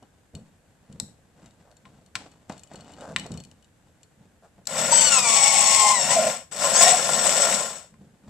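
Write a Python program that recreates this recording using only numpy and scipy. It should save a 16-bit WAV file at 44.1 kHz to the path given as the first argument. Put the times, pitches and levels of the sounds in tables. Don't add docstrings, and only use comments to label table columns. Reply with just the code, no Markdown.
import sys
import numpy as np
from scipy import signal
from scipy.fft import rfft, irfft, next_fast_len
from scipy.io import wavfile
from scipy.ndimage import uniform_filter1d

SR = 44100
rng = np.random.default_rng(int(sys.argv[2]) if len(sys.argv) > 2 else 0)


def to_wav(sig):
    pcm = np.clip(np.atleast_2d(sig), -1, 1) * 32767
    pcm = np.round(pcm).astype(np.int16)
    wavfile.write(sys.argv[1], SR, pcm.T)


N = 365588
T = np.arange(N) / SR
PADDED = 2 * next_fast_len(N // 2 + SR // 4)
FREQ = np.maximum(np.fft.rfftfreq(PADDED, 1 / SR), 1)
HIT_FREQ = np.maximum(np.fft.rfftfreq(32768, 1 / SR), 1)


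def amp(db):
    return 10 ** (np.asarray(db) / 20)


def unit(x):
    return x / np.sqrt(np.mean(x ** 2) + 1e-18)


def curve(rows):
    return np.interp(T, *np.transpose(rows))


def slope(points, freq=FREQ):
    hz, db = np.transpose(points)
    return np.interp(np.log(freq), np.log(hz), db)


def peaks(modes, freq=FREQ):
    return sum(db / (1 + (2 * (freq - hz) / width) ** 2) for hz, width, db in modes)


def ring(x, db):
    cepstrum = irfft(db * np.log(10) / 20)
    size = len(cepstrum)
    cepstrum[1:size // 2] *= 2
    cepstrum[size // 2 + 1:] = 0
    return irfft(rfft(x, size) * np.exp(rfft(cepstrum)))[..., :x.shape[-1]]


def noise():
    return rng.standard_normal(N)


def wander(rate_hz):
    size = max(int(SR / rate_hz), 2)
    return unit(uniform_filter1d(uniform_filter1d(noise(), size), size))


def grains(per_s, scatter_db):
    impulses = (rng.random(N) < per_s / SR) * np.sign(noise())
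    return unit(impulses * amp(scatter_db * np.clip(noise(), -2, 2)))


def add(track, start_s, sound):
    start = int(start_s * SR)
    track[start:start + len(sound)] += sound[:N - start]


def envelope(start_s, length_s, attack_s, release_s):
    attack = np.clip((T - start_s) / attack_s, 0, 1)
    return attack * np.exp(-np.clip((T - start_s - length_s) / release_s, 0, 20))


def swells(rows, attack_s, release_s):
    shapes = [envelope(start_s, length_s, attack_s, release_s) for start_s, length_s, *_ in rows]
    return amp(np.array(rows)[:, 2:]).T @ np.array(shapes)


def hit(peak_db, t60_s, colour, crack=6.54):
    size = len(colour) - 1
    chatter = rng.standard_normal(size) * np.exp(-np.log(1000) * T[:size] / t60_s)
    chatter[0] = crack
    sound = ring(chatter, colour)
    return amp(peak_db) * sound / np.abs(sound).max()


# freq_hz, gain_db
ROOM_TONE_EQ = [(15, -40.5), (25, -7.5), (85, 3.5), (229, -5), (390, -11.5), (496, -8), (942, -20.5),
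                (1410, -19), (1560, -14.5), (2040, -21), (5200, -29.5), (7750, -23.5), (11000, -32),
                (13600, -34.5), (14700, -53)]


def room_tone(mid_db=-63):
    mid = ring(noise(), slope(ROOM_TONE_EQ))
    side = ring(noise(), slope(ROOM_TONE_EQ) - 10 * np.log10(1 + 900 / FREQ))
    return amp(mid_db) * np.array([mid + side, mid - side]) / np.std(mid)


# freq_hz, left_minus_right_db
MIC_SHADOW = [(100, 0), (600, -0.5), (1400, 4), (2800, 5.5), (5500, 7), (8000, 12), (14000, 6)]


def room(pair, near_db, near_t60_s, tail_db, tail_t60_s, lag_s):
    channels = []
    for x, side in zip(pair, (1, -1)):
        near = unit(noise() * np.exp(-np.log(1000) * T / near_t60_s) * (T > .001))
        tail = unit(noise() * np.exp(-np.log(1000) * T / tail_t60_s) * (T > .006))
        echoes = rfft(amp(near_db) * near + amp(tail_db) * tail, PADDED) / np.sqrt(N)
        echoes *= (FREQ + 150) / (FREQ + 900)
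        balance = amp(side * slope(MIC_SHADOW))
        direct = 2 * balance / (1 + balance)
        arrival = np.exp(-1j * np.pi * FREQ * side * lag_s)
        response = direct * arrival + echoes * direct ** .5
        channels.append(irfft(rfft(x, PADDED) * response)[:N])
    return np.array(channels)


# freq_hz, gain_db
THRUM_EQ = [(30, -51), (60, -21.5), (110, -13), (160, -2.5), (220, 1), (300, -12), (500, -8), (1500, -56.5)]
# freq_hz, gain_db
SCUFF_EQ = [(24, -44.5), (40, -13), (178, 0.5), (222, -5.5), (298, 4), (329, -4.5), (608, -8), (922, -8.5),
            (1580, -18.5), (2850, -21.5), (6710, -27), (7590, -19), (14000, -74.5)]
# start_s, length_s, rumble_gain_db,
# scuff_gain_db
GRIP_CUES = [(0.33, 0.034, -38.5, -63), (0.885, 0.15, -42, -65.5), (1.36, 0.11, -57, -61.5),
             (1.81, 0.21, -57.5, -66.5), (2.145, 0.0085, -78, -40.5), (2.48, 0.055, -46, -48),
             (2.695, 0.33, -50.5, -52.5), (3.07, 0.11, -38, -53.5), (3.2, 0.047, -63, -51),
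             (3.29, 0.057, -32, -57), (4.17, 0.011, -51.5, -87), (4.57, 0.025, -53.5, -87),
             (7.9, 0.19, -49, -77), (8.23, 0.026, -47.5, -67)]


def handling(rest_rumble_db=-71, rest_scuff_db=-67.5):
    unsteady = amp(2.5 * wander(40))
    rumble = unit(ring(noise(), slope(THRUM_EQ) - 5.8 * np.log2(FREQ / 150)))
    scuff = unit(ring(grains(per_s=1100, scatter_db=2.5), slope(SCUFF_EQ)))
    push, slide = swells(GRIP_CUES, attack_s=0.016, release_s=0.058)
    rumble *= amp(rest_rumble_db) + amp(-5.5) * push
    scuff *= amp(rest_scuff_db) + slide
    return unsteady * (rumble + scuff)


# freq_hz, gain_db
RIM_EQ = [(200, -15), (500, 8.5), (900, -1), (1600, -4.5), (2100, -23.5), (5000, -23), (7800, -21),
          (10000, -31), (14000, -42)]
# start_s, length_s, level_db
SCRAPE_CUES = [(1.374, 0.1, -65), (1.632, 0.12, -59.5), (2.72, 0.16, -59), (2.967, .19, -44.5),
               (3.294, 0.096, -55.5), (4.418, 0.064, -57)]


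def scrapes():
    pressure = np.zeros(N)
    for start_s, length_s, level_db in SCRAPE_CUES:
        add(pressure, start_s, amp(level_db) * signal.windows.tukey(int(length_s * SR), .4))
    return pressure * unit(ring(grains(per_s=860, scatter_db=5), slope(RIM_EQ)))


# start_s, peak_db, corner_hz, t60_s
BUMP_CUES = [(0.025, -41.5, 500, 0.082), (0.341, -34.5, 214, 0.18), (0.902, -77, 240, .2),
             (1.001, -35, 1120, 0.041), (1.028, -43, 188, 0.2), (2.498, -24, 920, 0.048),
             (2.52, -35, 796, 0.13), (2.715, -33.5, 750, 0.045), (2.744, -34.5, 746, 0.042),
             (3.258, -29, 615, 0.11), (3.307, -29.5, 300, 0.074), (4.581, -46.5, 603, 0.13),
             (8.018, -47, 218, .12)]


def bumps():
    track = np.zeros(N)
    low_cut = -20 * np.log10(1 + (100 / HIT_FREQ) ** 2)
    for start_s, peak_db, corner_hz, t60_s in BUMP_CUES:
        high_cut = -20 * np.log10(1 + (HIT_FREQ / corner_hz) ** 2.52)
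        add(track, start_s, hit(peak_db, t60_s, low_cut + high_cut))
    return track


# freq_hz, gain_db
PLASTIC_EQ = [(100, -11), (700, -16.5), (1100, 0.5), (3000, 5.5), (5000, 0), (6500, -1.5), (8000, 3),
              (9200, -10), (12000, -18.5), (14000, -27)]


def contact_colour(modes, tilt_db_per_octave):
    octaves = np.log2(np.clip(HIT_FREQ, 500, 8000) / 3000)
    return slope(PLASTIC_EQ, HIT_FREQ) + peaks(modes, HIT_FREQ) + tilt_db_per_octave * octaves


# freq_hz, width_hz, lift_db
METAL_MODES = [(2444, 79, 7), (2970, 110, 15), (3780, 72, 10), (4370, 140, 11.5), (5600, 230, 5),
               (7270, 200, 9.5), (7540, 270, -6)]
# start_s, gain_db
TICK_CUES = [(0.027, -49), (0.3515, -30.5), (0.9263, -40), (1.4597, -42), (1.509, -47), (1.7143, -47),
             (1.7685, -44), (2.062, -46), (2.317, -47), (2.496, -33.5), (2.523, -36), (2.579, -39),
             (2.595, -38.5), (2.6347, -34.5), (2.674, -46), (2.736, -37.5), (2.757, -37), (2.808, -37),
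             (2.8464, -46), (2.884, -48), (2.92, -42), (2.9364, -39), (3.009, -38), (3.185, -32.5),
             (3.197, -24.5), (3.2645, -32.5), (3.3186, -30), (3.3403, -37), (3.3748, -32), (3.402, -33.5),
             (3.438, -35.5), (3.45, -37.5), (3.514, -40.5), (3.6255, -48), (3.6452, -45.5), (4.032, -39.5),
             (4.655, -38)]


def ticks(trim_db=1):
    track = np.zeros(N)
    for start_s, gain_db in TICK_CUES:
        modes = [(hz, width, lift * (.5 + rng.random())) for hz, width, lift in METAL_MODES]
        colour = contact_colour(modes, tilt_db_per_octave=7.6)
        add(track, start_s, hit(gain_db + trim_db, t60_s=0.02, colour=colour))
    return track


# freq_hz, width_hz, lift_db
BOX_MODES = [(1046, 61, 18), (1357, 200, 4.5), (2380, 140, 5), (3370, 100, -3), (3870, 160, 7.5),
             (4110, 64, 7), (5200, 80, 6), (7750, 230, 6.5)]
# start_s, peak_db, tilt_db_per_octave, t60_s
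SNAP_CUES = [(0.9999, -11, 11, 0.011), (1.854, -38, -6.5, 0.037), (2.154, -13.5, -1.5, 0.04),
             (3.1623, -5.5, -4, 0.024), (7.941, -46, -6, 0.024), (8.235, -51, -18, 0.013)]


def snaps():
    track = np.zeros(N)
    for start_s, peak_db, tilt, t60_s in SNAP_CUES:
        add(track, start_s, hit(peak_db, t60_s, contact_colour(BOX_MODES, tilt)))
    return track


# freq_hz, gain_db
SWITCH_EQ = [(300, -22), (1500, -17), (3300, -21.5), (4000, -4), (5200, -2), (6200, -7), (7800, 6),
             (9200, -20.5), (14000, -11)]


def trigger(start_s=4.6713):
    track = np.zeros(N)
    add(track, start_s, hit(peak_db=-12, t60_s=.02, colour=slope(SWITCH_EQ, HIT_FREQ), crack=3))
    return track


# start_s, length_s, first_hz, last_hz, level_db, jitter_ratio
GLIDE_CUES = [(4.91, 0.022, 930, 938, -26, 0), (4.955, 0.085, 941, 905, -28.5, 0.01),
              (5.351, 0.59, 810, 825, -32, 0.055), (6.153, 0.13, 675, 622.2, -24.5, 0.055),
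              (6.781, 0.16, 660, 715.8, -24, 0.06)]


def gear_tone_and_squeals():
    track = np.zeros(N)
    drift, flutter = wander(285), amp(4.6 * wander(67))
    for start_s, length_s, first_hz, last_hz, level_db, jitter in GLIDE_CUES:
        pitch_hz = curve([(start_s, first_hz), (start_s + length_s, last_hz)]) * (1 + jitter * drift)
        tone = unit(np.sin(2 * np.pi * np.cumsum(pitch_hz) / SR) * flutter)
        track += amp(level_db) * tone * envelope(start_s, length_s, attack_s=0.02, release_s=0.014)
    return track


# freq_hz, width_hz, lift_db
HOUSING_MODES = [(541, 35, 2), (701.4, 17, 4.5), (1042.6, 68, 10.5), (1248, 34, -16), (1417, 80, 7),
                 (1514, 190, -10), (2215, 46, 7), (3560, 18, 12.5), (4260, 68, 3), (5270, 320, 5),
                 (5525, 99, 12), (6870, 72, 1.5), (7100, 36, 11.5), (7560, 44, 7.5), (7762, 120, 11),
                 (7930, 210, 5.5)]
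# freq_hz, gain_db
TEETH_EQ = [(400, -38), (1200, -17), (2000, -2.5), (2800, -2), (4200, -5.5), (5500, -3.5), (6600, 0),
            (7500, 1.5), (8350, 4.5), (9000, -10), (10000, -10), (11500, -30.5), (14000, -17.5)]


def tooth_rattle(turns, clacks_per_s):
    clatter = backlash(turns, clacks_per_s, spread=1, clack_db=-10)
    return unit(ring(clatter, slope(TEETH_EQ) + peaks(HOUSING_MODES))) * amp(0.56 * wander(30))


def backlash(turns, clacks_per_s, spread, clack_db):
    bunches = amp(np.sin(2 * np.pi * turns) + 1.5 * wander(220))
    shared, left, right = (grains(per_s=1500, scatter_db=0.5) + 1.6 * noise() for _ in range(3))
    onsets = rng.random(N) < clacks_per_s / SR
    decays = signal.lfilter([1], [1, -np.exp(-1 / (0.00064 * SR))], onsets)
    clacks = unit(decays * noise())
    return unit(shared + spread * np.array([left, right])) * bunches + amp(clack_db) * clacks


# freq_hz, gain_db
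LOADED_EQ = [(150, -38.5), (380, -31), (520, 7.5), (750, -0.5), (1000, -6), (1400, 0.5), (1900, -5.5),
             (3000, -10.5), (6000, -23)]
# freq_hz, gain_db
LOOSE_EQ = [(150, -39), (300, -10), (400, -6), (550, 7), (750, 0), (1000, -4), (1350, 2), (1850, -3),
            (2200, -34.5), (3000, -10.5), (6000, -22)]


def casing_growl(turns, clacks_per_s, crimping):
    shaking = backlash(turns, clacks_per_s, spread=0.037, clack_db=-9)
    housing = peaks(HOUSING_MODES)
    loaded, loose = (unit(ring(shaking, slope(eq) + housing)) for eq in (LOADED_EQ, LOOSE_EQ))
    return np.where(crimping, loaded, loose)


def mesh_tones(turns, partials):
    tones = np.zeros(N)
    for multiple, gain_db in partials:
        swell, shiver = amp(gain_db + 2.5 * wander(45)), .09 * wander(220)
        tones += swell * np.sin(2 * np.pi * (multiple * turns + rng.random() + shiver))
    return tones


# shaft_multiple, gain_db
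LOW_PARTIALS = [(2, -14), (3, -4), (4, 0.5), (5, 4.5), (6, -8), (10, 2.5), (11, -10)]
# shaft_multiple, gain_db
HIGH_PARTIALS = [(15, -5), (20, -4.5), (25, -4), (30, -1.5), (35, -2), (40, -2), (45, -7)]


def gear_whine(turns, load, bite_low, bite_high, top_hz=8460):
    housing = peaks(HOUSING_MODES)
    roll_off = -10 * np.log10(1 + (FREQ / top_hz) ** 20)
    low = ring(mesh_tones(turns, LOW_PARTIALS), housing)
    high = ring(mesh_tones(turns, HIGH_PARTIALS), slope(TEETH_EQ) + 0.77 * housing + roll_off)
    low *= amp(-56) + amp(-30) * load + bite_low
    high *= amp(-40) + amp(-36) * load + bite_high
    return low + high


# time_s, speed_hz
LOADED_SPEED = [(4.95, 312), (5.03, 305.1), (5.1, 287.8), (5.18, 255.2), (5.27, 230.4), (5.33, 224.4),
                (5.7, 218), (5.93, 207.7), (6.0, 186.4), (6.06, 179), (6.16, 208.2)]


def shaft(on_s, off_s, crimping):
    free_hz, spin_up_s, brake_hz_per_s = 389, 0.445, 930
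    crimp_done_s, unload_s = 5.96, 0.064
    attack_s, soft_start_db, swell_s = 0.0057, -14.5, 0.12
    age_s = T - on_s
    spin_up = 1 - (1 - np.clip(age_s / spin_up_s, 0, 1)) ** 2
    unloaded_hz = 1 + (free_hz - 1) * spin_up
    powered_hz = np.where(crimping, np.minimum(unloaded_hz, curve(LOADED_SPEED)), unloaded_hz)
    load = (1 - powered_hz / unloaded_hz) * np.exp(-np.maximum(T - crimp_done_s, 0) / unload_s)
    coast = np.clip(1 - brake_hz_per_s * (T - off_s) / powered_hz, 0, 1)
    attack = np.clip(age_s / attack_s, 0, 1)
    swell = amp(soft_start_db * (1 - np.clip(age_s / swell_s, 0, 1)))
    return powered_hz * coast, load, attack * swell * coast ** 2.64


# on_s, off_s, rattle_gain_db, growl_gain_db, thrum_gain_db, clacks_per_s
MOTOR_RUNS = [(4.668, 6.28, -27, -20, -37.5, 40), (6.512, 7.55, -25, -20.5, -41, 110)]
# start_s, length_s, rattle_gain_db, growl_gain_db, low_whine_gain_db,
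# high_whine_gain_db
BITE_CUES = [(4.905, 0.18, -27, -39, -40, -19), (5.105, 0.082, -24, -52, -35, -27),
             (5.23, 0.045, -35, -46.5, -34.5, -30), (5.272, 0.21, -22.5, -37, -46, -40),
             (5.5, 0.26, -22, -36, -64, -58), (5.77, 0.14, -23.5, -43.5, -36, -31),
             (5.93, 0.13, -63, -42.5, -50, -37), (6.085, 0.052, -28.5, -54.5, -35, -32),
             (6.6, 0.077, -53.5, -50, -52.5, -52), (6.735, 0.08, -26, -31.5, -35.5, -20.5),
             (6.8, 0.11, -19.5, -29, -35.5, -24.5), (7.24, 0.29, -34, -34, -62, -52)]


def motor(growl_trim_db=-8.5, growl_stall_db=-27, thrum_stall_db=-15):
    crimp, free_return = MOTOR_RUNS
    crimping = T < free_return[0]
    settings = (np.where(crimping, first, second) for first, second in zip(crimp, free_return))
    on_s, off_s, rattle_db, growl_db, thrum_db, clacks_per_s = settings
    speed_hz, load, run_gain = shaft(on_s, off_s, crimping)
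    bite_rattle, bite_growl, bite_low, bite_high = swells(BITE_CUES, attack_s=0.023, release_s=0.016)
    turns = np.cumsum(speed_hz * (1 + .0045 * wander(120))) / SR
    whine = gear_whine(turns, load, bite_low, bite_high)
    rattle = tooth_rattle(turns, clacks_per_s) * (amp(rattle_db) + bite_rattle)
    growl = casing_growl(turns, clacks_per_s, crimping)
    growl *= amp(growl_db + growl_stall_db * load) + bite_growl
    thrum = unit(ring(noise(), slope(THRUM_EQ))) * amp(thrum_db + thrum_stall_db * load)
    return run_gain * (whine + rattle + amp(growl_trim_db) * growl + thrum)


def scene():
    tool = motor() + gear_tone_and_squeals() + trigger()
    tool += snaps() + ticks() + bumps() + scrapes() + handling()
    in_room = room(tool, near_db=-8, near_t60_s=0.011, tail_db=-9, tail_t60_s=0.31, lag_s=.00002)
    return in_room + room_tone()


def record(dry):
    top_hz = 14200
    low_pass = signal.ellip(10, .2, 70, top_hz, fs=SR, output="sos")
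    return signal.sosfilt(low_pass, np.clip(dry, -1, 1))


dry = scene()
out = record(dry)
to_wav(out)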